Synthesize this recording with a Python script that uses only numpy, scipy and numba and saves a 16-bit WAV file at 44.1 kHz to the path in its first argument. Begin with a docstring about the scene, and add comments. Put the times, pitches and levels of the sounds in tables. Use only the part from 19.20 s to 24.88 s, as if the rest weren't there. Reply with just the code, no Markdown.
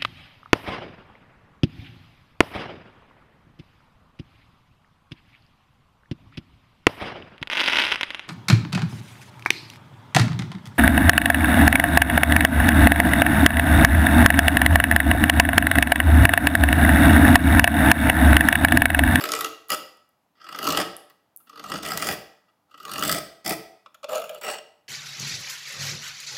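"""A narrow hand gouge pares shavings from a clamped hardwood slab in a small workshop, over a faint steady hush.
Two short pushes open, then swelling ones from 1.2, 2.3 and 3.5 s and a short one at 4.2 s, all mid-slab; a second
scene from 4.64 s, miked closer, cuts at the rim. Slips of the edge ring the steel, crack fibres and knock the slab:
noise bursts through resonances; between slips the shaving shears off as a fine gritty rasp. Loose chips, decaying
sine ticks, fall after the first, second and third pushes. Decaying noise bands make the room ring on."""
import sys
import numpy as np
from scipy import signal
from scipy.fft import rfft, irfft
from scipy.io import wavfile
from scipy.ndimage import uniform_filter1d
from numba import njit

SR = 44100
rng = np.random.default_rng(int(sys.argv[2]) if len(sys.argv) > 2 else 0)


def field_ratio(decibels):
    """Amplitude ratio for a level in dB (20 dB per decade); scalars and array-likes work."""
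    return 10 ** (np.asarray(decibels, dtype=float) / 20)


def store_pcm(level_fs):
    """Save levels as 16-bit WAV."""
    pcm = np.round(np.clip(level_fs, -1, 1) * 32767).astype(np.int16)
    wavfile.write(sys.argv[1], SR, np.atleast_2d(pcm).T)


N = 250488
T = np.arange(N) / SR

# clearest slips and touches of the edge: start_s, steel_db, crack_db (relative force levels)
CLEAR_SLIPS = [(0.0082, -20, -29.5), (0.038, -18, -19), (0.0525, -20, -28.5), (0.0884, -18, -26),
               (0.1182, -23, -14), (0.1352, -11.5, -19.5), (0.1499, -25.5, -22), (0.1614, -27.5, -29),
               (0.1874, -28.5, -27), (0.2075, -15, -17.5), (0.2444, -15.5, -19.5), (0.5017, -12.5, -14.5),
               (0.517, -18.5, -29), (1.198, -51.5, -83.5), (1.212, -42, -72), (1.24, -40.5, -54.5),
               (1.2647, -32.5, -56.5), (1.287, -27.5, -39), (1.3238, -28, -39), (1.3452, -24, -51.5),
               (1.3585, -36, -35.5), (1.387, -19.5, -28), (1.4275, -23, -27.5), (1.4408, -31.5, -24.5),
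               (1.4679, -15.5, -21.5), (1.4731, -13.5, -22.5), (1.487, -32, -19.5), (1.5027, -20, -17.5),
               (1.5221, -37, -18), (1.5469, -16, -39.5), (1.5715, -10.5, -15.5), (1.599, -18.5, -24.5),
               (1.8976, -44.5, -54), (2.198, -55, -68.5), (2.2686, -47.5, -64), (2.294, -40.5, -44),
               (2.3283, -40.5, -67), (2.3554, -36, -51), (2.3735, -32, -48.5), (2.394, -26, -41),
               (2.4384, -25, -38), (2.4596, -38, -47), (2.4978, -36.5, -34), (2.5172, -17, -37),
               (2.538, -28.5, -37), (2.5553, -27.5, -41), (2.5766, -46, -47), (2.6293, -40, -34),
               (2.6485, -30, -35), (2.6608, -28, -28.5), (2.6858, -32, -24.5), (2.7176, -18.5, -25.5),
               (2.7734, -21, -15.5), (2.8223, -15, -21.5), (2.8435, -37, -36), (2.8684, -25, -20.5),
               (2.8869, -14.5, -26.5), (2.9107, -23, -28), (3.281, -56.5, -79), (3.509, -52.5, -61),
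               (3.5402, -37.5, -60), (3.576, -41, -51), (3.599, -35.5, -49), (3.6285, -40, -43.5),
               (3.6504, -26, -33), (3.679, -31.5, -47.5), (3.6929, -32, -36), (3.7144, -28.5, -29),
               (3.735, -33.5, -22.5), (3.7564, -23.5, -39), (3.78, -21, -28), (3.7926, -31.5, -25),
               (3.8082, -28, -30.5), (3.8235, -15.5, -21), (3.8348, -15.5, -17.5), (3.849, -30, -21.5),
               (3.8772, -47.5, -17), (3.893, -15, -25), (3.9138, -24, -17), (3.9235, -13.5, -13.5),
               (3.9444, -25, -25), (3.962, -49, -30.5), (3.9821, -41, -34), (4.2467, -43, -38),
               (4.2603, -21, -24.5), (4.2768, -28, -21.5), (4.2927, -34, -15.5), (4.306, -18.5, -25.5),
               (4.6591, -32, -78), (4.743, -38.5, -46.5), (4.8296, -34, -48), (4.8415, -23, -40.5),
               (4.8905, -33, -47), (4.917, -44.5, -38.5), (5.0167, -29.5, -38), (5.0387, -37.5, -37),
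               (5.0923, -31.5, -34), (5.1446, -44, -36.5), (5.2114, -42, -39.5)]
# pressure on the edge, one curve a stretch of cutting (longer pushes may take two): time_s, pressure_db
STRETCHES = [
    [(0.0, -32), (0.154, -33.5), (0.27, -33.5)],
    [(0.49, -33.5), (0.51, -24.5), (0.527, -15), (0.548, -25.5)],
    [(1.15, -63.5), (1.49, -22.5), (1.56, -27), (1.58, -21), (1.63, -25)],
    [(2.26, -63.5), (2.544, -31.5), (2.59, -33.5)],
    [(2.625, -31), (2.81, -31.5), (2.889, -26.5), (2.94, -30.5)],
    [(3.48, -68), (3.736, -34.5), (3.9, -26), (3.99, -29.5)],
    [(4.245, -36), (4.275, -29.5), (4.34, -28.5)],
    [(4.885, -34), (4.942, -29.5), (5.0, -33)],
    [(5.0, -45.5), (5.164, -50.5), (5.19, -47.5)],
    [(5.213, -39), (5.23, -36.5), (5.307, -30), (5.39, -43)],
]
# wood under each stretch at reference pressure: rumble_db, hiss_db, lean_db (lean on the bench re rumble)
WOOD_LEVELS = [(-33.5, -35, -19.5), (-44.5, -37, -17.5), (-37.5, -40, -13), (-35, -37.5, -8),
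               (-38, -34.5, -7.5), (-37, -35.5, -7), (-30.5, -32.5, -14), (-24.5, -33.5, -39.5),
               (-21, -27, -26.5), (-37, -34.5, -23)]
# how deep the edge is buried: time_s, depth_0_to_1
CUT_DEPTH = [(0, 0.4), (.3, 0.09), (.5, 0.29), (.56, .3), (1.2, 0.4), (1.5, 0.06), (1.62, 0.4), (2.2, 0),
             (2.5, 0.06), (2.7, 0.47), (2.9, 0.54), (3.45, 0), (3.75, 0.16), (3.95, 0.65), (4.3, 0.84),
             (4.6, 0.07), (5.15, 0.38), (5.25, 0.73)]
# steel and handle modes: centre_hz, width_hz, mid_shallow_db, mid_deep_db, rim_shallow_db, rim_deep_db
STEEL_MODES = [(1162, 106, -1.5, -10, 10, -33), (1306, 72.5, 2.5, -2.5, 7, -6),
               (1629, 140, -18, -0.5, -22, 0.5), (1956, 70, -13, 9.5, -31, 11),
               (2470, 290, -23.5, -1, -10.5, -6), (2864, 170, -10, -8.5, -8, 2.5),
               (3436, 230, -17, -2, -9, -14.5), (4498, 690, -14.5, -15.5, -18, -8),
               (4915, 680, -19.5, 4.5, -8.5, -37.5), (5490, 120, -21.5, -15.5, -21, -3.5)]
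# slab modes: centre_hz, width_hz, mid_shallow_db, mid_deep_db, rim_shallow_db, rim_deep_db
SLAB_MODES = [(289.7, 26, 2.5, -9, -33, -20), (327, 58, -6, -2, -39.5, -14), (450, 28, -2, -4.5, -20.5, 8),
              (505.7, 29, -8, -11, -2.5, -8), (592, 43.7, -6.5, 0.5, 0.5, 4),
              (661.5, 41.3, -8.5, 7.5, -3, -1.5), (772, 160, -10.5, -5, -24, 1.5)]
# broad humps of cracking fibres: centre_hz, width_hz, mid_shallow_db, mid_deep_db, rim_shallow_db, rim_deep_db
FIBRE_HUMPS = [(4700, 2900, -1.5, -9.5, -8, -31), (7330, 600, 7, 3.5, 15.5, -13),
               (7470, 720, 5, 4, 1, 11.5), (8970, 3200, -1, -4, -12.5, 1.5),
               (11900, 5300, -4.5, -5.5, -8.5, -3), (15230, 2340, -1, -7, -5.5, -5)]
# bench modes under the slab: centre_hz, width_hz, level_db (re lean)
BENCH_MODES = [(80.5, 38, -9.5), (136, 10, -10), (182.6, 41, 3.5)]
# loose chips falling on the slab: start_s, peak_db (before the high-pass), pitch_hz
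CHIP_FALLS = [(0.288, -29, 13900), (0.4853, -28, 11880), (0.7716, -46, 10500), (0.8917, -48, 12340),
              (1.7666, -19.5, 10210), (1.8996, -40.5, 14200), (2.163, -21.5, 13340), (2.1732, -26.5, 10750),
              (2.1935, -50, 13900)]
# reverberation: centre_hz, t60_s, level_db (relative)
ROOM_DECAY = [(100, 0.39, 3.5), (300, 0.51, 0), (746, 0.53, 4), (1330, 0.62, -6.5), (2500, 0.49, 1),
              (4700, 0.55, -0.85), (9150, 0.35, -5), (14000, 0.39, 0)]
# background spectrum: centre_hz, density_db_per_hz (relative)
HUSH_SPECTRUM = [(18, -42), (30, -22.5), (103, -6), (295, -5), (437, -11), (801, -4.5), (1810, -17.5),
                 (9220, -30), (10800, -26), (16000, -28.5)]

RIM_SCENE_FROM_S = 4.64  # first scene, mid-slab, before; second, closer scene, at the rim, after
KNOCK_FROM_S = 4.8  # the edge bites the rim and slips knock harder
REFERENCE_DB = -30
RUMBLE_SLOPE, HISS_SLOPE = 1.27, 1.38  # dB per dB of pressure
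TOP_HZ = 16000


def gouge():
    """One uneven force, slips over a gritty rasp, drives steel, slab, bench and fibres."""
    rumble_db, hiss_db, lean_db = np.transpose(WOOD_LEVELS)
    rasp_db = np.full(len(WOOD_LEVELS), REFERENCE_DB)
    start_s, steel_db, crack_db = slips(rasp_db, hiss_db)
    push_s = slip_length_s(steel_db, 2.6, 0.32)
    crack_s = slip_length_s(crack_db, 1.74, 0.19)
    tears = grit(900, 5.0, 0.0017)
    rasp = (0.76 + 0.39 * tears) * shear(rasp_db, 1)
    hiss = tears * shear(hiss_db, HISS_SLOPE)
    rumble = shear(rumble_db, RUMBLE_SLOPE)
    lean = shear(rumble_db + lean_db, RUMBLE_SLOPE)
    tool = steel(start_s, steel_db, push_s, rasp)
    wood = slab(start_s, steel_db, push_s, rumble)
    return tool + wood + bench(lean) + fibres(start_s, crack_db, crack_s, hiss)


def steel(start_s, steel_db, push_s, rasp):
    """Slips, jerks and rasp ring the blade and handle, whose radiation falls off in the treble."""
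    push = bursts(start_s, steel_db - 5.0, push_s) + field_ratio(-6.0) * rasp
    # each slip also jerks the tool once: a blunt blow that rings the lower modes
    jerk = bursts(start_s + 0.573 * push_s, steel_db - 3.5, .00007)
    tool = ring(push * rng.standard_normal(N) + jerk, STEEL_MODES)
    return signal.sosfilt(signal.butter(2, 7000, fs=SR, output="sos"), tool)


def slab(start_s, steel_db, push_s, rumble):
    """The heavy slab feels a smooth push under the cut; each slip adds a knock."""
    knock_db = steel_db + np.where(start_s < KNOCK_FROM_S, -18, -3.5)
    push = bursts(start_s, knock_db, 0.93 * push_s) + rumble
    return ring(push * rng.standard_normal(N), SLAB_MODES)


def bench(lean):
    """Noisy leaning on the slab excites fixed low modes of the bench."""
    force = lean * rng.standard_normal(N)
    out = np.zeros(N)
    for hz, width_hz, db in BENCH_MODES:
        noise_gain = np.sqrt(np.pi * width_hz / SR)
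        out += field_ratio(db) * band(force, hz, width_hz) / noise_gain
    return out


def fibres(start_s, crack_db, crack_s, hiss):
    """Snapping and shearing fibres: noise through broad humps that rise with depth."""
    tearing = bursts(start_s, crack_db, crack_s) + hiss
    return ring(tearing * rng.standard_normal(N), FIBRE_HUMPS, rise_share=0.17)


def slips(rasp_db, hiss_db):
    """Clear slips, and between them lesser chatter at uneven random gaps, its level following the pressure."""
    clear_s, clear_steel_db, clear_crack_db = np.transpose(CLEAR_SLIPS)
    chance = np.clip(rng.standard_normal((3, N // 200)), -2, 2)
    gap_s, gap_spread, scatter_db, clearance_s = .02, 0.48, 3, .011
    chatter_s = np.cumsum(gap_s * np.exp(gap_spread * chance[0]))
    mid_slab = chatter_s < RIM_SCENE_FROM_S
    steel_db = push_law(chatter_s, rasp_db, 1).max(axis=0) + np.where(mid_slab, -3, -0.5)
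    crack_db = push_law(chatter_s, hiss_db, HISS_SLOPE).max(axis=0) + np.where(mid_slab, 0.5, -3.5)
    nearest_s = np.abs(chatter_s[:, None] - clear_s).min(axis=1)
    free = np.isfinite(steel_db) & (nearest_s > clearance_s)
    steel_db = (steel_db + scatter_db * chance[1])[free]
    crack_db = (crack_db + scatter_db * chance[2])[free]
    return np.r_[clear_s, chatter_s[free]], np.r_[clear_steel_db, steel_db], np.r_[clear_crack_db, crack_db]


def slip_length_s(level_db, reference_ms, shorter_db_per_db):
    """Time to the peak of a slip's force: harder slips are shorter."""
    length_ms = reference_ms * field_ratio(-shorter_db_per_db * (level_db - REFERENCE_DB))
    return np.clip(length_ms, .3, 6) / 1000


def push_law(time_s, at_db, slope):
    """Level in dB, one row a stretch of cutting: it follows the pressure and is silent outside the stretch."""
    out = []
    for stretch, reference_level_db in zip(STRETCHES, at_db):
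        push_s, pressure_db = np.transpose(stretch)
        db = reference_level_db + slope * (np.interp(time_s, push_s, pressure_db) - REFERENCE_DB)
        inside = (time_s >= push_s[0]) & (time_s < push_s[-1])
        out.append(np.where(inside, db, -np.inf))
    return np.array(out)


def shear(at_db, slope):
    """Amplitude of the steady cut, summed over stretches, averaged over 5 ms for soft ends."""
    return uniform_filter1d(field_ratio(push_law(T, at_db, slope)).sum(axis=0), SR // 200)


def grit(per_s, spread_db, grain_s):
    """Dense random tears of unequal size, each decaying exponentially; rms 1."""
    hits = rng.random(N) < per_s / SR
    sizes = hits * field_ratio(spread_db * np.clip(rng.standard_normal(N), -2, 2))
    return unit(signal.lfilter([1], [1, -np.exp(-1 / (grain_s * SR))], sizes))


def bursts(start_s, level_db, length_s):
    """Envelope: a rounded swell and fall at each start, peaking after its own length."""
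    out, t = np.zeros(N + SR), np.arange(SR // 20) / SR
    for s, db, length in np.broadcast(start_s, level_db, length_s):
        i = int(s * SR)
        out[i:i + len(t)] += field_ratio(db) * t / length * np.exp(1 - t / length)
    return out[:N]


def ring(force, modes, rise_share=0.):
    """Sum of resonances whose shares follow the depth and scene; white force about keeps its rms."""
    depth = np.clip(np.interp(T, *np.transpose(CUT_DEPTH)), 0, 1)
    hz, width_hz, mid_shallow, mid_deep, rim_shallow, rim_deep = np.transpose(modes)[:, :, None]
    shallow_db = np.where(T < RIM_SCENE_FROM_S, mid_shallow, rim_shallow)
    deep_db = np.where(T < RIM_SCENE_FROM_S, mid_deep, rim_deep)
    # each mode's share wanders at random, so bright bands shift
    wander_db, wander_per_s = 2.5, 25
    steps = rng.standard_normal((len(modes), 400))
    wander = np.array([np.interp(T * wander_per_s, np.arange(len(row)), row) for row in steps])
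    gain = field_ratio(shallow_db + depth * (deep_db - shallow_db) + wander_db * wander)
    gain = gain / np.sqrt(np.sum(gain ** 2 * np.pi * width_hz / SR, axis=0))
    hz = np.minimum(hz * (1 + rise_share * (depth - .5)), TOP_HZ)
    out = np.zeros(N)
    for k in range(len(modes)):
        sign = (-1) ** k
        out += sign * glide(force * gain[k] + 1e-18, hz[k], width_hz[k, 0])
    return out


@njit
def glide(x, hz, width_hz):
    """State-variable resonance whose centre moves every sample, gain 1 at the centre."""
    y, band_state, low_state = np.empty(len(x)), 0., 0.
    for i in range(len(x)):
        g, k = np.tan(np.pi * hz[i] / SR), width_hz / hz[i]
        v = (band_state + g * (x[i] - low_state)) / (1 + g * (g + k))
        band_state = 2 * v - band_state
        low_state += 2 * g * v
        y[i] = k * v
    return y


def band(x, hz, width_hz):
    """Two-pole resonance, gain 1 at the centre."""
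    return signal.lfilter(*signal.iirpeak(hz, hz / width_hz, fs=SR), x)


def unit(x):
    """Scale to rms 1."""
    return x / np.sqrt(np.mean(x ** 2))


def chips():
    """Tiny dry ticks: a few cycles at the chip's pitch, high-passed."""
    out = np.zeros(N)
    for start_s, peak_db, pitch_hz in CHIP_FALLS:
        out += bursts([start_s], peak_db, 0.000089) * np.sin(2 * np.pi * pitch_hz * (T - start_s))
    return signal.sosfilt(signal.butter(4, 6500., "high", fs=SR, output="sos"), out)


def room(x):
    """Diffuse tail: noise bands, each dying at its own rate, behind a short gap."""
    t, tail = np.arange(SR) / SR, np.zeros(SR)
    centre_hz, t60_s, level_db = np.transpose(ROOM_DECAY)
    for hz in 60 * 2 ** np.arange(0, 8.3, .5):
        decay_s = np.interp(np.log(hz), np.log(centre_hz), t60_s)
        db = np.interp(np.log(hz), np.log(centre_hz), level_db)
        noise = band(rng.standard_normal(SR), hz, hz / 3)
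        tail += field_ratio(db) * noise * np.exp(-np.log(1000) * t / decay_s)
    tail *= np.clip((t - .004) / 0.0017, 0, 1)
    return signal.fftconvolve(x, tail / np.sqrt(np.sum(tail ** 2)))[:N]


def hush():
    """Steady faint background of room and microphone: spectrally shaped noise."""
    hz, density_db = np.transpose(HUSH_SPECTRUM)
    f = np.maximum(np.fft.rfftfreq(N, 1 / SR), 1)
    shape = field_ratio(np.interp(np.log(f), np.log(hz), density_db))
    return field_ratio(-71.5) * unit(irfft(rfft(rng.standard_normal(N)) * shape, N))


def scene():
    """Tool and chips, their echo and the hush."""
    tool, ticks = gouge(), chips()
    # the second scene is miked closer, so drier
    send = field_ratio(np.where(T < RIM_SCENE_FROM_S, -9, -12.5))
    echo = room(send * (tool + field_ratio(0.5) * ticks))
    return (tool + ticks + echo + hush())[None]


def top_cut(x):
    """Nothing passes above the cut-off."""
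    return signal.sosfilt(signal.butter(12, 16990, fs=SR, output="sos"), x)


def record(dry):
    """The microphone drops the deep bass and the recorder cuts the top."""
    x = signal.sosfilt(signal.butter(2, 60., "high", fs=SR, output="sos"), dry)
    x = signal.sosfilt(signal.butter(10, TOP_HZ, fs=SR, output="sos"), x)
    return top_cut(x)


dry = scene()
out = record(dry)
store_pcm(out)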